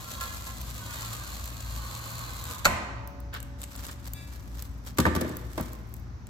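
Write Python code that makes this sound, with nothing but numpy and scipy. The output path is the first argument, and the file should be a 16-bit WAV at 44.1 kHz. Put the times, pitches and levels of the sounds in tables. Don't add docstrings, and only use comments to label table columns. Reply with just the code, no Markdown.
import sys
import numpy as np
from scipy import signal
from scipy.fft import rfft, irfft, next_fast_len
from scipy.io import wavfile
from scipy.ndimage import map_coordinates

SR = 44100
rng = np.random.default_rng(int(sys.argv[2]) if len(sys.argv) > 2 else 0)


def waveform_to_disk(signal):
    frames = np.transpose(np.atleast_2d(signal))
    scaled = np.clip(frames, -1, 1) * 32767
    samples = np.round(scaled).astype(np.int16)
    wavfile.write(sys.argv[1], SR, samples)


N = 277389
T = np.arange(N) / SR

# time in seconds, dB over the usual push.
PUSH = [(0, 1), (.26, 3.5), (.42, -1), (.7, -1), (1.02, 2.8), (1.16, 1), (1.57, -1.5), (1.87, 1), (2.26, 0),
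        (2.39, -2.5), (2.5, -1.5), (2.64, -5.5)]
# time in seconds, pitch in Hz.
LONG_END_PITCH = [(0, 250), (.5, 248.8), (.7, 229), (.95, 216.7), (1.1, 187), (1.4, 164.4), (1.8, 158.5),
                  (2.4, 156), (2.65, 143.7)]
SHORT_END_PITCH = [(.75, 499), (1.07, 432.6), (1.2, 379), (1.4, 334), (1.8, 271), (2.3, 258.6),
                   (2.65, 220.2)]
# start in seconds, level in dB.
SLIPS = [(0.208, -26.5), (.337, -41.5), (.467, -35), (2.498, -36)]
KNOCKS = [(2.6535, -12), (2.6572, -11)]
# middle in seconds, level in dB, half length
# in seconds.
RUBS = [(3.625, -45, 0.02), (3.78, -47, 0.056), (3.858, -46.5, 0.025), (3.915, -47, 0.018),
        (4.068, -44.5, 0.0184), (4.333, -47.5, 0.01), (4.6, -48.5, 0.039), (4.878, -46, 0.02),
        (4.977, -41, 0.0031), (5.33, -56, 0.16), (5.63, -50.5, 0.084)]
# start in seconds, level in dB, t60 in seconds.
SCUFFS = [(3.326, -43, 0.13), (3.339, -35, 0.097), (3.357, -37.5, 0.11), (3.888, -40, 0.065)]
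# start in seconds, level in dB, coarseness from 0 to 1.
SNAPS = [(.614, -29, 0.1), (1.457, -25, 0.12), (2.1173, -29, 0.02), (2.44, -28, 0.3), (3.075, -25, 0),
         (3.203, -34, 0.01), (3.34, -29, 0.1), (3.402, -33, 0.6), (3.428, -28, 0.08), (3.6164, -29, 0.5),
         (3.638, -30, 1), (3.761, -31, 0.25), (3.866, -32, 0.6), (3.913, -36, 0.7), (4.074, -28, 0.09),
         (4.135, -21, 0.03), (4.6231, -24.5, 0.08), (5.21, -20, 0), (5.293, -34, 0.18), (5.3692, -19, 0),
         (5.61, -22.5, 0), (5.7326, -24.5, 0), (5.94, -28, 0.02), (5.9656, -37.5, 0.07),
         (6.269, -40.5, 0.44)]
# start in seconds, thump level in dB, thump centre in Hz,
# clack level in dB, crunch level in dB, clack centre in Hz.
BUMPS = [(4.984, -16, 195, -23.5, -24.5, 1130), (5.0, -25.5, 280, -27.5, -26, 1100),
         (5.052, -22, 100, -20.5, -41, 1650), (5.063, -20.5, 112, -19.5, -38, 930),
         (5.073, -20, 347, -31, -52, 900), (5.15, -28.5, 200, -34, -32.5, 860),
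         (5.161, -22.5, 220, -29, -34.5, 1090), (5.211, -22.5, 400, -30, -33.5, 510),
         (5.245, -28, 370, -34.5, -54, 515), (5.295, -30.5, 188.2, -41, -52, 600),
         (5.577, -37, 218, -26, -39, 840), (5.597, -26.5, 170, -30, -48, 834)]
# time in seconds, level in dB.
HUM_OCTAVE = [(0, -56.5), (.8, -39), (1.3, -51), (1.75, -42.5), (2.4, -45.5), (3.2, -47), (4.3, -47.5),
              (6.29, -47.5)]

# frequency in Hz, level in dB, t60 in seconds.
FREE_WIRE_MODES = [(273.6, -52.5, 22), (435, -55, 3.8), (569, -50, 7), (722, -46.5, 2.2), (880, -51, 3.9),
                   (1030, -37, 1.1), (1130, -62, 2.3)]
PING_MODES = [(1674, -51.5, 1), (1975, -57, .7), (2331, -48, 0.76), (2670, -51, 0.74), (3500, -47, 0.42),
              (3850, -50, 0.55), (4670, -50, 0.68), (5260, -60, .5), (6400, -59, 0.55), (7020, -53, 0.58),
              (8398, -56, 0.45), (8700, -52, .42)]
BOW_MODES = [(213.4, -26.5, 0.63), (341, -22, 0.056), (564, -19, 0.13), (640, -22, 0.054),
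             (924, -21, 0.099), (1184, -7, 0.049), (1342, -5, 0.035), (1460, 2, 0.05), (1615, -15, .05),
             (2100, -6, 0.039), (2620, -9, 0.05), (4410, -2, 0.013), (6900, 1, 0.0078)]
HULL_MODES = [(79.1, -4.5, 0.61), (127.4, -1.5, 0.17), (166.5, -3.5, 0.17), (206, -1, 0.088),
              (245.6, 0.5, 0.093), (316.6, 0.5, 0.072), (342.7, -10.5, 0.24), (371, -2.5, 0.13),
              (513, -13, 0.2)]
STRIP_MODES = [(521, -4.5, 0.094), (622, 3.5, 0.062), (916, -5.5, 0.07), (1166, 0.5, 0.048),
               (1514, 1.5, 0.042), (1790, 10, 0.023), (2210, -4, 0.034)]
# frequency in Hz, gain in dB.
DRAGGED_RESPONSE = [(450, -9), (800, -4.5), (1080, 2.5), (1400, 0), (1700, 1), (2100, -3), (2800, -1.5),
                    (4100, -5), (5200, -14)]
PLUCKED_RESPONSE = [(500, -18.5), (800, -26), (1060, -8.5), (1380, -8), (1700, -12), (2100, -14),
                    (2900, -29), (6000, -18)]
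# frequency in Hz, spectral density in dB.
SIZZLE_SPECTRUM = [(200, -76.5), (500, 4), (1100, 0), (2000, -2), (2900, -1.5), (4200, 2.5), (5300, -2.5),
                   (7000, 3), (9000, 0), (13000, -2.5), (16000, -6.5)]
HISS_SPECTRUM = [(2500, -33.5), (3600, -12.5), (4700, 4), (5500, -11), (7000, 4), (8500, -25), (10600, -8),
                 (13000, -6), (16000, -16)]
BOW_RASP_SPECTRUM = [(300, -32), (600, 4.5), (760, -13), (900, 5), (1070, 13), (1200, 10), (1370, -3),
                     (1570, 6.5), (2000, -30), (6000, -34)]
RELEASE_SPECTRUM = [(100, -22.5), (600, 6), (1400, 4), (3200, -4.5), (4400, 5.5), (5200, -9), (7200, 3.5),
                    (9000, -8.5), (14000, -6), (16000, -30)]
SHUDDER_SPECTRUM = [(70, 8), (190, -16), (400, -5), (620, 5.5), (1000, 7), (1600, 1.5), (2200, -3.5),
                    (3200, -10), (5000, -10.5), (9000, -12.5), (16000, -18)]
CRACKLE_SPECTRUM = [(300, -4), (1000, 4), (1500, 3), (2500, -2.5), (4000, 0), (5500, -1.5), (8400, 0),
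                    (12000, -4), (16000, -5.5)]
SCUFF_SPECTRUM = [(400, -13.5), (900, -9.5), (1170, -2), (1280, -2), (1550, 0), (2100, -12), (2550, -11),
                  (4200, -13), (6000, -22.5), (16000, -29)]
SMACK_SPECTRUM = [(150, -16), (350, 8.5), (600, 4.5), (1150, -1.5), (1800, -7.5), (2500, -14),
                  (5000, -24.5), (16000, -59)]
RUMBLE_SPECTRUM = [(20, -27), (45, -8), (60, 4.5), (80, 4.5), (150, -7.5), (250, -9.5), (450, -22.5),
                   (1000, -22.5), (2000, -29.5), (3300, -39.5), (6000, -34.5), (8000, -51), (16000, -54)]

# frequency in Hz, t60 in seconds.
ROOM_T60 = [(80, 0.61), (300, 1.08), (1000, 1.18), (2500, 1.01), (5000, 0.9), (9000, 0.57), (16000, 0.26)]
# frequency in Hz, likeness (clipped to 0-1).
PORT_LIKENESS = [(100, 0.75), (300, 1.17), (800, -0.03), (2500, 0.2), (5500, 0.24), (7000, 0.3), (8200, 13),
                 (16000, 7.5)]
# frequency in Hz, lead of the left in radians.
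PORT_PHASE = [(60, 0), (700, -.9), (1150, -.3), (1900, 3), (2800, 2.6), (3800, 0), (5000, 0), (6500, .9),
              (8000, 1.5), (9600, 3.14), (12700, 6.2), (13600, 6.4), (15700, 8.7)]
# frequency in Hz, left over right in dB.
PORT_BALANCE = [(50, 2), (250, 4), (1100, -4.5), (2400, 1), (5400, 2.5), (8500, -1), (16000, 1.5)]

CUT_END_S, EXIT_S = 2.66, 0.56
EXIT_SING_DB, EXIT_SPITS_DB = 9, 5
SING_FADE_DB_PER_S, RASP_RISE_DB_PER_S, HISS_RISE_DB_PER_S = 0.197, 2.7, 3.1
PEEL_START_S, PEEL_END_S = 3.6, 4.69
RUSTLE_START_S, RUSTLE_END_S = 4.2, 6.06
LEAN_RIGHT_DB = [[-1], [1]]


def sizzle():
    push_db, = curves(PUSH)
    fizz = grains(rate=7000, spread_db=4, life=.0005)
    spits = grains(rate=170, spread_db=3.6, life=.002) * amp(-0.5 + EXIT_SPITS_DB * emerging())
    catches = blows([(s, db + 0.5, .06) for s, db in SLIPS], attack=0.00082)
    melt = amp(-42.5 + push_db + 1.47 * wobble(29.84)) + catches
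    bursts = melt * coloured(fizz + spits, SIZZLE_SPECTRUM)
    return between(-1, CUT_END_S, .007) * (bursts + hiss_and_whistle(push_db))


def hiss_and_whistle(push_db):
    level = amp(-60.5 + 1.6 * push_db + HISS_RISE_DB_PER_S * T + 1.8 * wobble(11.56))
    hiss = amp(-2) * noise(HISS_SPECTRUM)
    whistle_hz = 4240 - 827 * emerging() ** 2
    phase = 2 * np.pi * np.cumsum(whistle_hz) / SR
    return level * (hiss + amp(-1) * unit(flutter(phase, rate=600)))


def singing():
    push_db, = curves(PUSH)
    drag = amp(-53 + 2.34 * push_db + EXIT_SING_DB * emerging()) * between(-1, CUT_END_S, 0.0053)
    long_end = amp(-2.5) * wire_end(LONG_END_PITCH, flutter_rate=14)
    short_end = amp(-.5) * between(0.63, 3, 0.16) * wire_end(SHORT_END_PITCH, flutter_rate=20)
    song = amp(-SING_FADE_DB_PER_S * T) * (long_end + short_end)
    grit = coloured(grains(rate=770, spread_db=0.5, life=0.0027), BOW_RASP_SPECTRUM)
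    rasp = amp(-3.5 + RASP_RISE_DB_PER_S * T) * grit
    return drag * (song + rasp) * amp(LEAN_RIGHT_DB)


def wire_end(pitch, flutter_rate, blur_hz=1600):
    voice = np.zeros(N)
    for hz in partials(curves(pitch)[0]):
        phase = (2 * np.pi * np.cumsum(hz) / SR).astype(np.float32)
        rate = flutter_rate * (1 + (hz.mean() / blur_hz) ** 2)
        voice += amp(along(DRAGGED_RESPONSE, hz)) * flutter(phase, rate)
    return unit(voice)


def plucks(t60=0.27):
    track = np.zeros(N)
    for s, db in SLIPS:
        pitch_hz = np.interp(s, *np.transpose(LONG_END_PITCH))
        modes = [(hz, along(PLUCKED_RESPONSE, hz), t60) for hz in partials(pitch_hz)]
        track += amp(db) * ring(s, modes, attack=0.0012, scatter_db=2.0)
    return track * amp(LEAN_RIGHT_DB)


def partials(pitch_hz, stiffness=.0075):
    return [pitch_hz * k * np.sqrt(1 + stiffness * k * k) for k in range(2, 13)]


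def emerging():
    return np.clip(1 - (CUT_END_S - T) / EXIT_S, 0, 1)


def release():
    crack = blows([(2.646, -25, .05), (2.6528, -5, 0.015), (2.662, -20.5, 0.033)], attack=0.00076)
    knock = sum(amp(db) * ring(s, BOW_MODES, attack=0.00012) for s, db in KNOCKS)
    return crack * noise(RELEASE_SPECTRUM) + knock * amp([[-.5], [.5]])


def shudder():
    thud = blows([(2.655, -16, 0.086)], attack=0.002) * noise(SHUDDER_SPECTRUM)
    return thud + amp(-28.5) * ring(2.657, HULL_MODES, attack=0.013)


def free_wire():
    return sum(ring(2.654, [mode], attack=0.0043, size=3 * SR) * amp(1.8 * wobble(11))
               for mode in FREE_WIRE_MODES)


def ping(start_s=4.138):
    pair, t = np.zeros((2, N)), T[:SR]
    for port in pair:
        for hz, db, t60 in PING_MODES:
            phase = 2 * np.pi * (hz * t + rng.random()) + .7 * wobble(70, size=SR)
            add(port, start_s, decay(t, db, t60, attack=.03) * np.sin(phase))
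    return pair


def handling():
    fine = grains(rate=900, spread_db=3, life=.0005)
    coarse = amp(-1) * grains(rate=220, spread_db=3.5, life=0.0012)
    stick_slip = amp(2.2 * wobble(90))
    peeling = amp(-60) * between(PEEL_START_S, PEEL_END_S, .04)
    carrying = amp(-69) * between(RUSTLE_START_S, RUSTLE_END_S, 0.093)
    rustle = (peeling + carrying) * amp(1.4 * wobble(17))
    return np.hypot(swells(RUBS), rustle) * stick_slip * coloured(fine + coarse, CRACKLE_SPECTRUM)


def crumbs():
    ticks = coloured(grains(rate=45, spread_db=2, life=0.0011), [(1500, -29), (5000, -8), (16000, 2)])
    return amp(-66.5) * between(RUSTLE_START_S, RUSTLE_END_S, .05) * ticks


def scuffs():
    friction = coloured(grains(rate=1600, spread_db=1, life=0.002), SCUFF_SPECTRUM)
    return amp(4.5) * blows(SCUFFS, attack=0.0032) * friction


def snaps():
    tick = noise([(1500, -47.5), (4500, -13.5), (7500, -7.5), (12000, -0.5), (16000, 0.5)])
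    crack = noise([(600, -7), (1500, -12.5), (2600, -8), (4200, -8.5), (5500, -16), (7500, -0.5),
                   (12000, -8), (16000, -19)])
    rows = [(s, db, np.clip(coarse, 1e-4, .999)) for s, db, coarse in SNAPS]
    fine = blows([(s, db + 10 * np.log10(1 - coarse), .005) for s, db, coarse in rows], attack=0.00054)
    dull = blows([(s, db + 10 * np.log10(coarse), .016) for s, db, coarse in rows], attack=0.00069)
    return amp(6) * fine * tick + amp(3) * dull * crack


def bumps():
    boom, hollow = 0, 0
    for s, thump_db, thump_hz, clack_db, _, clack_hz in BUMPS:
        hull = favour(HULL_MODES, thump_hz, octave_loss_db=3)
        strip = favour(STRIP_MODES, clack_hz, octave_loss_db=27)
        boom += amp(thump_db) * ring(s + 0.0028, hull, attack=0.0015, size=SR // 2)
        hollow += amp(clack_db) * ring(s + 0.00096, strip, attack=0.00077)
    smack = blows([(s, db, .06) for s, _, _, db, _, _ in BUMPS], attack=0.004) * noise(SMACK_SPECTRUM)
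    crunch = blows([(s, db, .03) for s, _, _, _, db, _ in BUMPS], attack=0.0014) * noise(CRACKLE_SPECTRUM)
    return amp(-2) * boom + amp(5.5) * smack + amp(10) * crunch, amp(1) * hollow * amp(LEAN_RIGHT_DB)


def machinery(hum_hz=57.93):
    def tone(hz, wander):
        return np.sin(2 * np.pi * hz * T + wander * wobble(7)) * amp(3.86 * wobble(9))
    hum = amp(-42.5) * tone(hum_hz, wander=0.68)
    octave = amp(curves(HUM_OCTAVE)[0]) * tone(2 * hum_hz, wander=1.56)
    return hum + octave + amp(-43.5) * noise(RUMBLE_SPECTRUM)


def workshop(x):
    hz, t, bins = signal.stft(rng.standard_normal((2, SR + SR // 4)), SR, nperseg=256)
    tail = signal.istft(bins * amp(-60 * t / along(ROOM_T60, hz)[:, None]), SR, nperseg=256)[1]
    onset = 1 - np.exp(-T[:tail.shape[1]] / 0.00067)
    tail = coloured(tail * onset, [(100, -0.5), (800, -2.5), (2500, 2.5), (5000, -3), (14000, -2.5)])
    return signal.fftconvolve(x, amp(-2.5) * tail / np.linalg.norm(tail[0]), axes=1)[:, :N]


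def amp(db):
    return np.exp(np.asarray(db) * (np.log(10) / 20))


def unit(x):
    return x / np.sqrt(np.mean(x ** 2) + 1e-20)


def along(points, hz):
    knots_hz, values = np.transpose(points)
    return np.interp(np.log(hz + 1), np.log(knots_hz + 1), values)


def curves(rows):
    times, *columns = np.transpose(rows)
    return [np.interp(T, times, column) for column in columns]


def between(start, end, fade):
    return np.clip((T - start) / fade, 0, 1) * np.clip((end - T) / fade, 0, 1)


def wobble(rate, size=N):
    knots = rng.standard_normal(int(size * rate / SR) + 4)
    coarse_t = T[:size:64]
    return np.interp(T[:size], coarse_t, map_coordinates(knots, [coarse_t * rate]))


def flutter(phase, rate):
    return wobble(rate) * np.sin(phase) + wobble(rate) * np.cos(phase)


def filtered(x, response):
    size = x.shape[-1]
    padded = next_fast_len(size + 8192)
    return irfft(rfft(x, padded) * response(np.fft.rfftfreq(padded, 1 / SR)), padded)[..., :size]


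def coloured(pair, spectrum):
    def response(hz):
        alike = np.clip(along(PORT_LIKENESS, hz), 0, 1)
        return amp(along(spectrum, hz)) * np.sqrt([1 + alike, 1 - alike])
    mid, side = filtered(pair.astype(np.float32), response)
    return unit(np.array([mid + side, mid - side]))


def noise(spectrum):
    return coloured(rng.standard_normal((2, N)), spectrum)


def grains(rate, spread_db, life):
    pops = (rng.random(N) < rate / SR) * amp(spread_db * np.clip(rng.standard_normal(N), -2, 2)) ** 2
    power = signal.lfilter([1], [1, -np.exp(-2 / (life * SR))], pops)
    return unit(np.sqrt(power) * rng.standard_normal((2, N)))


def decay(t, db, t60, attack):
    return amp(db - 60 * t / t60) * (1 - np.exp(-t / attack))


def blows(rows, attack):
    power = np.zeros(N)
    for s, db, t60 in rows:
        add(power, s, decay(T[:SR // 4], db, t60, attack) ** 2)
    return np.sqrt(power)


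def swells(rows):
    return sum(amp(db) * np.exp(-.5 * np.minimum(((T - s) / half) ** 2, 20)) for s, db, half in rows)


def add(track, s, sound):
    part = track[round(s * SR):][:len(sound)]
    part += sound[:len(part)]


def ring(s, modes, attack, scatter_db=0, size=SR // 3):
    track = np.zeros(N)
    for k, (hz, db, t60) in enumerate(modes):
        t = T[:min(size, round(2 * t60 * SR))]
        level = decay(t, db + scatter_db * rng.normal(), t60, attack)
        add(track, s, (-1) ** k * level * np.sin(2 * np.pi * hz * t))
    return track


def favour(modes, centre_hz, octave_loss_db):
    return [(hz, db - octave_loss_db * np.log2(hz / centre_hz) ** 2, t60) for hz, db, t60 in modes]


def scene():
    cut = sizzle() + singing() + plucks()
    knock, thud = release(), shudder()
    rub = handling() + crumbs() + scuffs()
    bump, hollow = bumps()
    ticks = snaps()
    echo = workshop(amp(-8.5) * cut + amp(-15.5) * knock + amp(1) * thud)
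    echo += workshop(amp(-12) * rub + amp(-6.5) * bump + amp(-10.5) * hollow + amp(-8) * ticks)
    return cut + knock + thud + rub + bump + hollow + ticks + free_wire() + ping() + echo + machinery()


def record(dry):
    sides = np.array([[.5], [-.5]])
    def ports(hz):
        balance = amp(sides * along(PORT_BALANCE, hz))
        phase = sides * along(PORT_PHASE, hz)
        return balance * np.exp(1j * phase) * (hz < 16000)
    return filtered(dry, ports)


dry = scene()
out = record(dry)
waveform_to_disk(out)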